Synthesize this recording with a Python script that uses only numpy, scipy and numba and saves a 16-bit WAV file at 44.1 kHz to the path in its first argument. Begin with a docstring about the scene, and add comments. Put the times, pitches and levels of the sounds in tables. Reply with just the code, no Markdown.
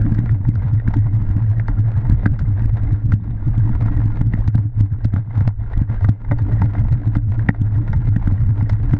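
"""A springy camera mount on a bicycle sways and jolts at every bump of a fast ride over grass: a tone
whose level and phase follow the bumps, with a short throw and a thud at each.
Loose parts knock as bursts of decaying housing modes; frame tubes thrum as resonant noise, and one rings.
Chain and cables rattle as random taps through the housing modes, and wind is low noise that swells and falls.
A gain control steps down on the big swings, and each step is a tiny tick."""
import sys
import numpy as np
from scipy import signal
from scipy.io import wavfile
from scipy.ndimage import uniform_filter1d
from numba import njit

SR = 44100
rng = np.random.default_rng(int(sys.argv[2]) if len(sys.argv) > 2 else 0)


def linear_from_db(decibels):
    """Turn decibels (scalar or array-like) into linear amplitude factors; 0 gives 1."""
    return 10 ** (np.asarray(decibels, float) / 20)


def generate_wav(sig):
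    """Save sig (samples, or channels by samples) to the path in sys.argv[1] as 16-bit PCM at SR."""
    pcm = np.round(np.clip(np.atleast_2d(sig).T, -1, 1) * 32767).astype(np.int16)
    wavfile.write(sys.argv[1], SR, pcm)


N = 396459
SECONDS = np.arange(N) / SR


def resonate(x, hz, width_hz):
    """Two-pole band-pass, gain 1 at the centre."""
    return signal.lfilter(*signal.iirpeak(hz, hz / width_hz, fs=SR), x)


def band(x, low_hz, high_hz):
    """Steep band-pass."""
    return signal.sosfilt(signal.butter(3, [low_hz, high_hz], "band", fs=SR, output="sos"), x)


def unit(x):
    """Scale to rms 1."""
    return x / np.sqrt(np.mean(x ** 2))


def decay(t, t60_s):
    """Exponential fade that loses 60 dB in t60_s."""
    return np.exp(-np.log(1000) * t / t60_s)


def bell(t, width_s):
    """Gaussian bump of height 1."""
    return np.exp(-.5 * (t / width_s) ** 2)


def walk(rate_hz):
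    """Random levels held 1 / rate_hz seconds and smoothed twice; spread near 1."""
    hold = int(SR / rate_hz)
    levels = np.repeat(rng.standard_normal(N // hold + 1), hold)
    return 1.8 * uniform_filter1d(uniform_filter1d(levels, hold), hold)[:N]


def add(track, sound, start_s):
    """Mix a short sound in at a time, trimmed to the track."""
    i = int(start_s * SR)
    track[max(i, 0):i + len(sound)] += sound[max(-i, 0):N - i]


def power_sum(*levels_db):
    """Level of unrelated sounds together, in dB."""
    return 10 * np.log10(sum(linear_from_db(db) ** 2 for db in levels_db))


# How rough the ground feels, joined by straight lines, before dips and sway move it.
# Each row: time in seconds, rattle level in dB, frame thrum level in dB.
ROLL = [(0.0, -42, -24.5), (0.4, -48, -33.5), (0.7, -45.5, -34), (1.15, -44, -29.5), (1.68, -46, -36),
        (2.13, -41, -31), (2.45, -47, -33.5), (2.93, -43, -34.5), (3.15, -49.5, -35), (3.36, -46.5, -30.5),
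        (3.7, -40, -27), (4.38, -43.5, -33.5), (4.81, -49.5, -41), (5.48, -45.5, -39), (5.91, -40.5, -36),
        (6.03, -46.5, -39), (6.28, -48, -36), (6.48, -42, -29.5), (6.91, -43.5, -30.5),
        (7.24, -46.5, -34.5), (7.99, -45, -32.5), (8.99, -44, -31.5)]


def roll_levels():
    """Rougher ground drives both the loose parts and the frame harder."""
    s, rattle_db, thrum_db = np.transpose(ROLL)
    return np.interp(SECONDS, s, rattle_db), np.interp(SECONDS, s, thrum_db)


# Brief dips in the level of rattle and thrum.
# Each row: middle in seconds, length in seconds, depth in dB (negative swells instead).
DIPS = [(0.399, 0.049, 4), (0.819, 0.033, 5.5), (1.634, 0.031, -0.5), (2.376, .04, 3), (3.009, 0.054, 4),
        (3.195, .07, 1.5), (3.39, 0.038, 5), (4.288, 0.059, 5.5), (4.52, .03, 11), (4.707, .1, 11),
        (4.893, 0.052, 7), (5.1, .045, 7.5), (5.254, .08, 6.5), (5.556, 0.11, 10.5), (5.864, 0.059, 14),
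        (6.167, 0.11, 7), (6.702, .05, 5.5), (7.234, .1, 6), (7.526, 0.057, 8.5)]


def dip_level():
    """Smooth level curve in dB, with a bell-shaped fall and recovery at each dip."""
    return -sum(db * np.exp(-(2 * (SECONDS - s) / length_s) ** 2) for s, length_s, db in DIPS)


# Level of the low wind noise, as overlapping swells. Each row: peak time in seconds, level in dB.
WIND_SWELLS = [(0.042, -19), (0.26, -26), (0.47, -21), (0.641, -26), (0.912, -17.5), (1.291, -16.5),
               (1.601, -28.5), (1.73, -17.5), (2.14, -14.5), (2.329, -19.5), (2.5, -21.5), (2.672, -16),
               (2.88, -17), (3.092, -19), (3.511, -21), (3.72, -16.5), (3.942, -15.5), (4.08, -21.5),
               (4.251, -16), (4.391, -17.5), (4.798, -22), (5.052, -23.5), (5.458, -20.5), (5.631, -19.5),
               (5.771, -15.5), (6.0, -20), (6.319, -20), (6.571, -22.5), (6.878, -17), (7.17, -19.5),
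               (7.39, -23), (7.6, -25.5), (7.808, -25), (7.942, -19.5), (8.1, -19.5), (8.27, -17),
               (8.45, -17.5), (8.74, -19.5), (8.87, -18)]
SWELL_S, BREEZE_OVER_THRUM_DB = 0.05, 5.5


def wind_level(thrum_db):
    """Overlapping swells of level over a breeze that grows as the ride gets rougher."""
    power = np.zeros(N)
    t = np.arange(-.25, .25, 1 / SR)
    for s, db in WIND_SWELLS:
        add(power, linear_from_db(db) ** 2 * np.exp(-(t / SWELL_S) ** 2), s + t[0])
    return power_sum(10 * np.log10(power + 1e-12), thrum_db + BREEZE_OVER_THRUM_DB)


def wind(wind_db):
    """Slow wind pressure on the housing: low noise, its swings evened out a little by the small port."""
    pressure = unit(band(rng.standard_normal(N), 6.8, 51))
    evened = np.tanh(0.87 * pressure)
    return linear_from_db(wind_db) * unit(band(evened, 12, 90))


# Resonant modes of the housing, which colour both rattle and knocks.
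# Each row: frequency in Hz, bandwidth in Hz (of the narrower of two passes), weight in dB.
HOUSING = [(414, 150, 5.5), (565, 230, 4), (700, 110, 3), (891, 230, 5), (1203, 190, -4.5), (1400, 71, 3),
           (1596, 170, 1), (1885, 67, 1), (2063, 65, -2), (2950, 200, -25.5), (3130, 520, -30),
           (3600, 190, -21.5), (3710, 100, -24), (4930, 460, -34), (6960, 300, -41)]
RATTLE_PER_SWAY_DB, RATTLE_DIP_SHARE = 0.05, 0.94  # dB for each dB of sway; share of each dip


def rattle(rattle_db):
    """Chain and cables chatter: dense taps of scattered size; each housing mode hears shared taps and its own."""
    chance = rng.random((2, N))
    struck = chance[0] < 500 / SR  # about 500 taps a second
    size = linear_from_db(-5.0 * np.log(chance[1] + 0.0041))
    taps = struck * size * np.sign(rng.standard_normal(N))
    taps = unit(taps) + 0.25 * rng.standard_normal(N)
    bunches_db = 2.0 * walk(60)
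    rung = 0
    for (hz, width_hz, db), elsewhere in zip(HOUSING, rng.integers(SR, N - SR, len(HOUSING))):
        own_taps = np.roll(taps, elsewhere)
        heard = (taps + 1.2 * own_taps) * linear_from_db(db + bunches_db + 1.8 * walk(30))
        rung = rung + resonate(resonate(heard, hz, width_hz), hz, 3 * width_hz)
    return linear_from_db(rattle_db) * unit(rung)


# Resonant modes of the frame tubes.
# Each row: frequency in Hz, bandwidth in Hz (of the narrower of two passes), weight in dB.
FRAME = [(79, 26, 0), (169, 72, 0.5), (214.6, 32, -2.5), (286.5, 36, -1)]
THRUM_PER_SWAY_DB = 0.13  # dB for each dB of sway


def frame(thrum_db):
    """Tubes of the frame thrum: noise through each mode, every mode wavering on its own."""
    thrum = 0
    for hz, width_hz, db in FRAME:
        waver = linear_from_db(db + 2.6 * walk(30))
        mode = resonate(resonate(rng.standard_normal(N), hz, width_hz), hz, 1.2 * width_hz)
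        thrum = thrum + waver * mode
    return linear_from_db(thrum_db) * unit(thrum)


# A frame tube rings near 286 Hz, mostly along with a knock or bump.
# Each row: start in seconds, peak level in dB.
TUBE_RINGS = [(.06, -18), (.959, -19.5), (1.687, -24), (2.258, -24), (3.906, -26.5), (4.585, -27.5),
              (4.83, -28.5), (5.162, -28.5), (6.316, -23), (6.615, -21), (7.155, -23), (7.489, -22.5),
              (8.161, -22.5), (8.624, -25), (8.934, -21)]
TUBE_RISE_S, TUBE_T60_S = .006, .14


def tube():
    """A quick swell and a short ring of the highest frame mode."""
    out, t = np.zeros(N), np.arange(0, .25, 1 / SR)
    shape = (1 - np.exp(-t / TUBE_RISE_S)) * decay(t, TUBE_T60_S)
    shape = shape / shape.max()
    for (s, db), turn in zip(TUBE_RINGS, rng.random(len(TUBE_RINGS))):
        add(out, linear_from_db(db) * shape * np.sin(2 * np.pi * (FRAME[-1][0] * t + turn)), s)
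    return out


# Knocks of loose parts. Each row: start in seconds, peak level of the body in dB, strike centre in Hz,
# ring time (to -60 dB) in seconds, snap level in dB relative to the body.
KNOCKS = [(.063,-25,677,0.013,-40),(.146,-30,1530,.014,-13),(.183,-26.5,1740,0.018,-28),(.292,-24,1850,0.0099,-49),(.448,-30,910,.03,-39),(.553,-30.5,1400,0.016,-15),(.796,-28.5,1820,0.013,-32.5),(.875,-20.5,1630,0.014,-40.5),(.938,-20,900,.024,-19.5),(1.597,-22,1850,0.009,-31.5),(1.68,-17.5,980,0.023,-23),(2.049,-28,900,0.045,-30.5),(2.257,-12.5,1583,0.015,-33),(2.391,-26,1400,.017,-14.5),(2.602,-30.5,804,.03,-35),(3.12,-21,1400,0.017,-18),(3.88,-26,1400,.03,-37),(4.016,-26.5,935,0.015,-28.5),(4.21,-25,985,.025,-34),(4.335,-20.5,1860,0.012,-25.5),(4.476,-26,982,.015,-10.5),(4.545,-25.5,688,.015,-24.5),(4.577,-26.5,970,0.018,-24),(4.801,-31,628,0.013,-15),(5.045,-27,647,0.014,-10),(5.134,-31,692,.028,-28),(5.16,-22,1300,0.014,-39),(5.348,-35,910,.028,-23.5),(5.405,-24,625,0.026,-21.5),(5.475,-17.5,660,0.013,-17),(5.503,-37.5,700,0.023,-45),(5.732,-27,1920,0.024,-23),(5.896,-31,665,0.027,-30),(6.007,-28,700,0.032,-23),(6.042,-18.5,1190,0.03,-29),(6.086,-20.5,696,0.018,-18.5),(6.246,-33,880,0.021,-29),(6.311,-16,990,0.025,-40),(6.315,-14,580,0.039,-40),(6.385,-26.5,951,0.028,-18),(6.616,-14,886,.028,-28.5),(6.749,-23.5,690,.028,-40),(6.847,-27.5,905,0.026,-32),(6.924,-27,960,.018,-12),(7.151,-22.5,790,.027,-21.5),(7.391,-24.5,1710,0.015,-37),(7.487,-8,1870,.018,-35),(7.544,-27.5,675,0.029,-34.5),(7.93,-21.5,970,.04,-19),(8.159,-19.5,1820,.016,-36.5),(8.27,-24,1460,0.016,-35),(8.608,-24,952,.02,-31.5),(8.694,-20,660,0.018,-14.5),(8.932,-20.5,640,0.019,-24),(8.965,-25.5,760,0.011,-21)]
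CONTACT_S = 0.00051
MODES_BELOW_DB, MODES_ABOVE_DB = -14, -9.5  # least share of modes far from the strike centre


def knocks():
    """Each knock is a few quick contacts and a rebound that ring the housing modes nearest its strike centre."""
    out, t = np.zeros(N), np.arange(0, .08, 1 / SR)
    hz, _, mode_db = np.transpose(HOUSING)[:, :, None]
    chances = rng.random((len(KNOCKS), 3, len(HOUSING), 1))
    grits = rng.standard_normal((len(KNOCKS), len(t)))
    for (s, db, centre_hz, ring_s, snap_db), chance, grit in zip(KNOCKS, chances, grits):
        floor_db = np.where(hz < centre_hz, MODES_BELOW_DB, MODES_ABOVE_DB)
        near_db = np.maximum(-45 * np.abs(np.log2(hz / centre_hz)), floor_db)
        contact_s = 0.0037 * chance[0]
        rebound_s = .006 + 0.012 * chance[2]
        knock = 0
        # each mode is struck at its own moment, with its own sign
        for delay_s, size in (contact_s, 1), (rebound_s, .2):
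            since = np.maximum(t - delay_s, 0)
            onset = 1 - np.exp(-since / CONTACT_S)
            modes = linear_from_db(mode_db + near_db) * np.sin(2 * np.pi * hz * since) * onset
            modes = modes * decay(since, max(ring_s, .005))
            knock = knock + size * (modes * np.sign(chance[1] - .5)).sum(axis=0)
        # hard edges add a dry snap of treble noise
        snap = band(grit * np.exp(-t / 0.0053), 1800, 5500)
        knock = band(knock, 270, 5800)
        add(out, linear_from_db(db) * (knock / np.abs(knock).max() + linear_from_db(snap_db) * snap / np.abs(snap).max()), s)
    return out


# Bumps in the ground. Each row: peak in seconds, throw as a signed size, level of the sway it sets off in dB,
# full sway before the peak in seconds, full sway after the peak in seconds.
BUMPS = [(0.0288, -0.1, -13.5, 0.019, 0.011), (0.1218, -0.48, -17, 0.0046, 0.0067),
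         (0.1912, 0.36, -19, 0.028, 0.012), (0.2425, 0.16, -19.5, 0.0087, 0.037),
         (0.3193, -0.076, -11.5, 0.008, 0.022), (0.4068, -0.11, -21, 0.0072, 0.0094),
         (0.4912, -0.56, -13.5, 0.017, 0.0096), (0.5629, -0.09, -14.5, 0.016, 0.016),
         (0.6664, -0.08, -16.5, 0.018, 0.027), (0.7379, 0.14, -13, 0.004, 0.032),
         (0.885, 0.54, -18, 0.025, 0.015), (0.9687, -0.25, -15.5, 0.0077, 0.032),
         (1.0489, 0.016, -12, 0.04, 0.013), (1.168, -0.08, -14.5, 0.027, 0.013),
         (1.2203, 0.1, -17, 0.0039, 0.01), (1.3025, -0.11, -18.5, 0.01, 0.021),
         (1.3674, 0.36, -13, 0.006, 0.012), (1.4465, -0.11, -11.5, 0.029, 0.064),
         (1.5846, -0.14, -16.5, 0.014, 0.025), (1.6933, -0.12, -22.5, 0.0055, 0.015),
         (1.7973, -0.16, -12, 0.0065, 0.014), (1.8705, -0.0034, -15, 0.03, 0.018),
         (1.9765, -0.12, -15.5, 0.025, 0.0099), (2.0994, 0.49, -17.5, 0.054, 0.016),
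         (2.1265, -0.39, -10, 0.0054, 0.016), (2.264, 0.75, -19.5, 0.02, 0.016),
         (2.319, -0.14, -13, 0.01, 0.013), (2.4231, -0.08, -16, 0.0083, 0.013),
         (2.521, -0.051, -16, 0.039, 0.044), (2.6227, 0.12, -15, 0.025, 0.004),
         (2.6589, 0.2, -15.5, 0.01, 0.022), (2.742, -0.09, -12.5, 0.012, 0.0079),
         (2.8359, -0.12, -19, 0.022, 0.021), (2.9315, -0.23, -11.5, 0.0059, 0.014),
         (3.061, 0.1, -14.5, 0.011, 0.03), (3.1396, -0.52, -9, 0.011, 0.006),
         (3.2907, -0.0042, -26.5, 0.013, 0.036), (3.4858, -0.14, -14, 0.016, 0.0054),
         (3.5806, 0.28, -13.5, 0.0037, 0.049), (3.6548, 0.14, -15, 0.0077, 0.008),
         (3.7034, -0.2, -20.5, 0.0076, 0.01), (3.8284, 0.19, -15.5, 0.0064, 0.013),
         (3.8615, -0.22, -16.5, 0.011, 0.012), (3.9965, -0.17, -14, 0.027, 0.034),
         (4.059, -0.3, -18, 0.013, 0.043), (4.2154, -0.45, -19.5, 0.019, 0.004),
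         (4.2694, 0.16, -12.5, 0.012, 0.006), (4.3422, 0.3, -21, 0.005, 0.0062),
         (4.3912, 0.16, -18, 0.0083, 0.015), (4.4848, 0.28, -13, 0.0056, 0.008),
         (4.5551, -0.56, -14, 0.005, 0.009), (4.5896, -0.25, -11.5, 0.005, 0.017),
         (4.6566, -0.097, -16, 0.004, 0.01), (4.7778, 0.097, -15.5, 0.004, 0.012),
         (4.8101, -0.43, -11.5, 0.007, 0.031), (4.9261, -0.09, -17.5, 0.0029, 0.01),
         (5.055, -0.38, -11.5, 0.008, 0.0093), (5.1416, -0.34, -14, 0.0036, 0.0071),
         (5.1694, 0.25, -14.5, 0.0041, 0.025), (5.2861, -0.032, -24.5, 0.007, 0.023),
         (5.3804, 0.2, -13.5, 0.01, 0.011), (5.4151, -0.23, -15, 0.0089, 0.013),
         (5.4779, -0.36, -12, 0.0035, 0.0081), (5.621, -0.058, -22.5, 0.025, 0.006),
         (5.7772, -0.19, -19.5, 0.005, 0.013), (5.818, -0.44, -12.5, 0.0058, 0.0063),
         (5.9021, -0.1, -16, 0.0044, 0.0061), (6.0493, 0.2, -13, 0.02, 0.009),
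         (6.094, -0.75, -10.5, 0.0057, 0.0079), (6.3195, 0.27, -16, 0.01, 0.02),
         (6.422, -0.1, -13.5, 0.0088, 0.007), (6.5383, -0.15, -13.5, 0.005, 0.0097),
         (6.6216, -0.36, -17, 0.0037, 0.066), (6.6438, -0.25, -14, 0.0046, 0.017),
         (6.7998, 0.09, -13, 0.0084, 0.008), (6.8547, -0.08, -18, 0.013, 0.007),
         (6.9311, -0.057, -11, 0.016, 0.0081), (7.076, -0.21, -13.5, 0.0077, 0.009),
         (7.1697, -0.46, -15, 0.0088, 0.0062), (7.2727, 0.051, -14.5, 0.036, 0.036),
         (7.4177, -0.09, -16.5, 0.033, 0.0099), (7.4937, 1.2, -19, 0.0077, 0.005),
         (7.6179, -0.37, -13.5, 0.0082, 0.05), (7.748, 0.033, -16.5, 0.02, 0.01),
         (7.7871, 0.08, -13.5, 0.019, 0.011), (7.899, -0.1, -17.5, 0.012, 0.007),
         (7.9635, -0.12, -12.5, 0.0046, 0.012), (8.056, -0.08, -18, 0.0063, 0.036),
         (8.0893, -0.2, -14, 0.01, 0.033), (8.1663, -0.62, -20.5, 0.04, 0.005),
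         (8.2774, 0.45, -15.5, 0.008, 0.011), (8.3239, -0.24, -12, 0.003, 0.0091),
         (8.4159, 0.1, -18, 0.02, 0.02), (8.493, 0.15, -11.5, 0.021, 0.03),
         (8.6278, 0.37, -16, 0.038, 0.016), (8.7312, 0.11, -13, 0.008, 0.0072),
         (8.8064, 0.014, -20, 0.008, 0.024), (8.94, -0.66, -11, 0.016, 0.0053)]
SWAY_RISE_DB_S, SWAY_FADE_DB_S, SWAY_OVER_THRUM_DB = 604.5, 334, 5.5
MOUNT_HZ, THUD_T60_S, THUD_SHARE = 107.34, 0.16, 0.18
THROW_S, THROW_HZ = 0.0017, 150.3


def sway_level(thrum_db):
    """Each bump winds the sway up, holds it and lets it die; rough ground keeps a little going."""
    power = np.zeros(N)
    t = np.arange(-.2, .4, 1 / SR)
    for s, _, db, before_s, after_s in BUMPS:
        rise_db = SWAY_RISE_DB_S * np.minimum(t + before_s, 0)
        fade_db = SWAY_FADE_DB_S * np.maximum(t - after_s, 0)
        add(power, linear_from_db(db + rise_db - fade_db) ** 2, s + t[0])
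    return power_sum(10 * np.log10(power + 1e-12), thrum_db + SWAY_OVER_THRUM_DB)


def mount(sway_db):
    """The mount sways on its spring; each bump throws it one way, at a crest of the sway, and thuds into the frame."""
    lead_s = .03
    t = np.arange(-lead_s, .2, 1 / SR)
    throw = bell(t, THROW_S) * np.cos(2 * np.pi * THROW_HZ * t)
    fade = np.where(t < 0, np.exp(t / 0.0099), decay(t, THUD_T60_S))
    thud = fade * sum(linear_from_db(db) * np.cos(2 * np.pi * hz * t) for hz, _, db in FRAME[1:]) / 3
    bumps, grip = np.zeros(N), np.zeros(N)
    for s, swing, *_ in BUMPS:
        add(bumps, swing * (throw + THUD_SHARE * thud), s - lead_s)
        add(grip, bell(t, 0.01), s - lead_s)
    # whole turns between bumps of one direction, an extra half turn between opposite ones
    s, swing = np.transpose(BUMPS)[:2]
    s = np.r_[-1, s, N / SR + 1]
    half = np.r_[0, swing < 0, 0] / 2
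    whole = np.round(MOUNT_HZ * np.diff(s, prepend=-1) - np.diff(half, prepend=0))
    turns = np.cumsum(whole) + half
    # between bumps the ground pushes the sway early or late
    drift = 0.19 * walk(20) * (1 - np.minimum(grip, 1))
    sway = np.sqrt(2) * np.cos(2 * np.pi * (np.interp(SECONDS, s, turns) + drift))
    return bumps + band(linear_from_db(sway_db + 1.2 * walk(40)) * sway, 26, 520)


def scene():
    """All of it reaches the microphone through the housing; a strong sway shakes frame and chain harder."""
    rattle_db, thrum_db = roll_levels()
    dip_db = dip_level()
    thrum_db = thrum_db + dip_db
    rattle_db = rattle_db + RATTLE_DIP_SHARE * dip_db
    sway_db = sway_level(thrum_db)
    shake_db = sway_db - sway_db.mean()
    mix = mount(sway_db)
    mix = mix + frame(thrum_db + THRUM_PER_SWAY_DB * shake_db)
    mix = mix + wind(wind_level(thrum_db))
    mix = mix + rattle(rattle_db + RATTLE_PER_SWAY_DB * shake_db)
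    return (mix + knocks() + tube())[None]


@njit
def stepped_gain(x, top, ratio, attack, release, step_db):
    """Gain that falls in small sudden steps while the sound is over the top and creeps back smoothly."""
    y, envelope, gain_db = np.empty(len(x)), top, 0.
    for i in range(len(x)):
        # attack and release: share of the gap closed each sample
        envelope += (abs(x[i]) - envelope) * (attack if abs(x[i]) > envelope else release)
        want_db = min(0., 20 * np.log10(top / envelope) * (1 - 1 / ratio))
        if want_db < gain_db - step_db:
            gain_db -= step_db
        elif want_db > gain_db:
            gain_db = want_db
        y[i] = x[i] * 10 ** (gain_db / 20)
    return y


def top_cut(x):
    """Nothing passes above the cut-off."""
    return signal.sosfilt(signal.butter(12, 15800, fs=SR, output="sos"), x)


def record(dry):
    """Faint circuit hiss, stepped gain control, a dull converter, then a hard ceiling."""
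    hiss = linear_from_db(-97) * resonate(rng.standard_normal(N), 3000, 5000)
    held = stepped_gain(dry[0] + hiss, 0.2, 1.5, 0.0074, 0.00037, 0.31)
    dull = signal.sosfilt(signal.butter(2, 8000, fs=SR, output="sos"), held)
    mix = np.clip(linear_from_db(0.51) * dull, -1, 1)[None]
    return top_cut(mix)


dry = scene()
out = record(dry)
generate_wav(out)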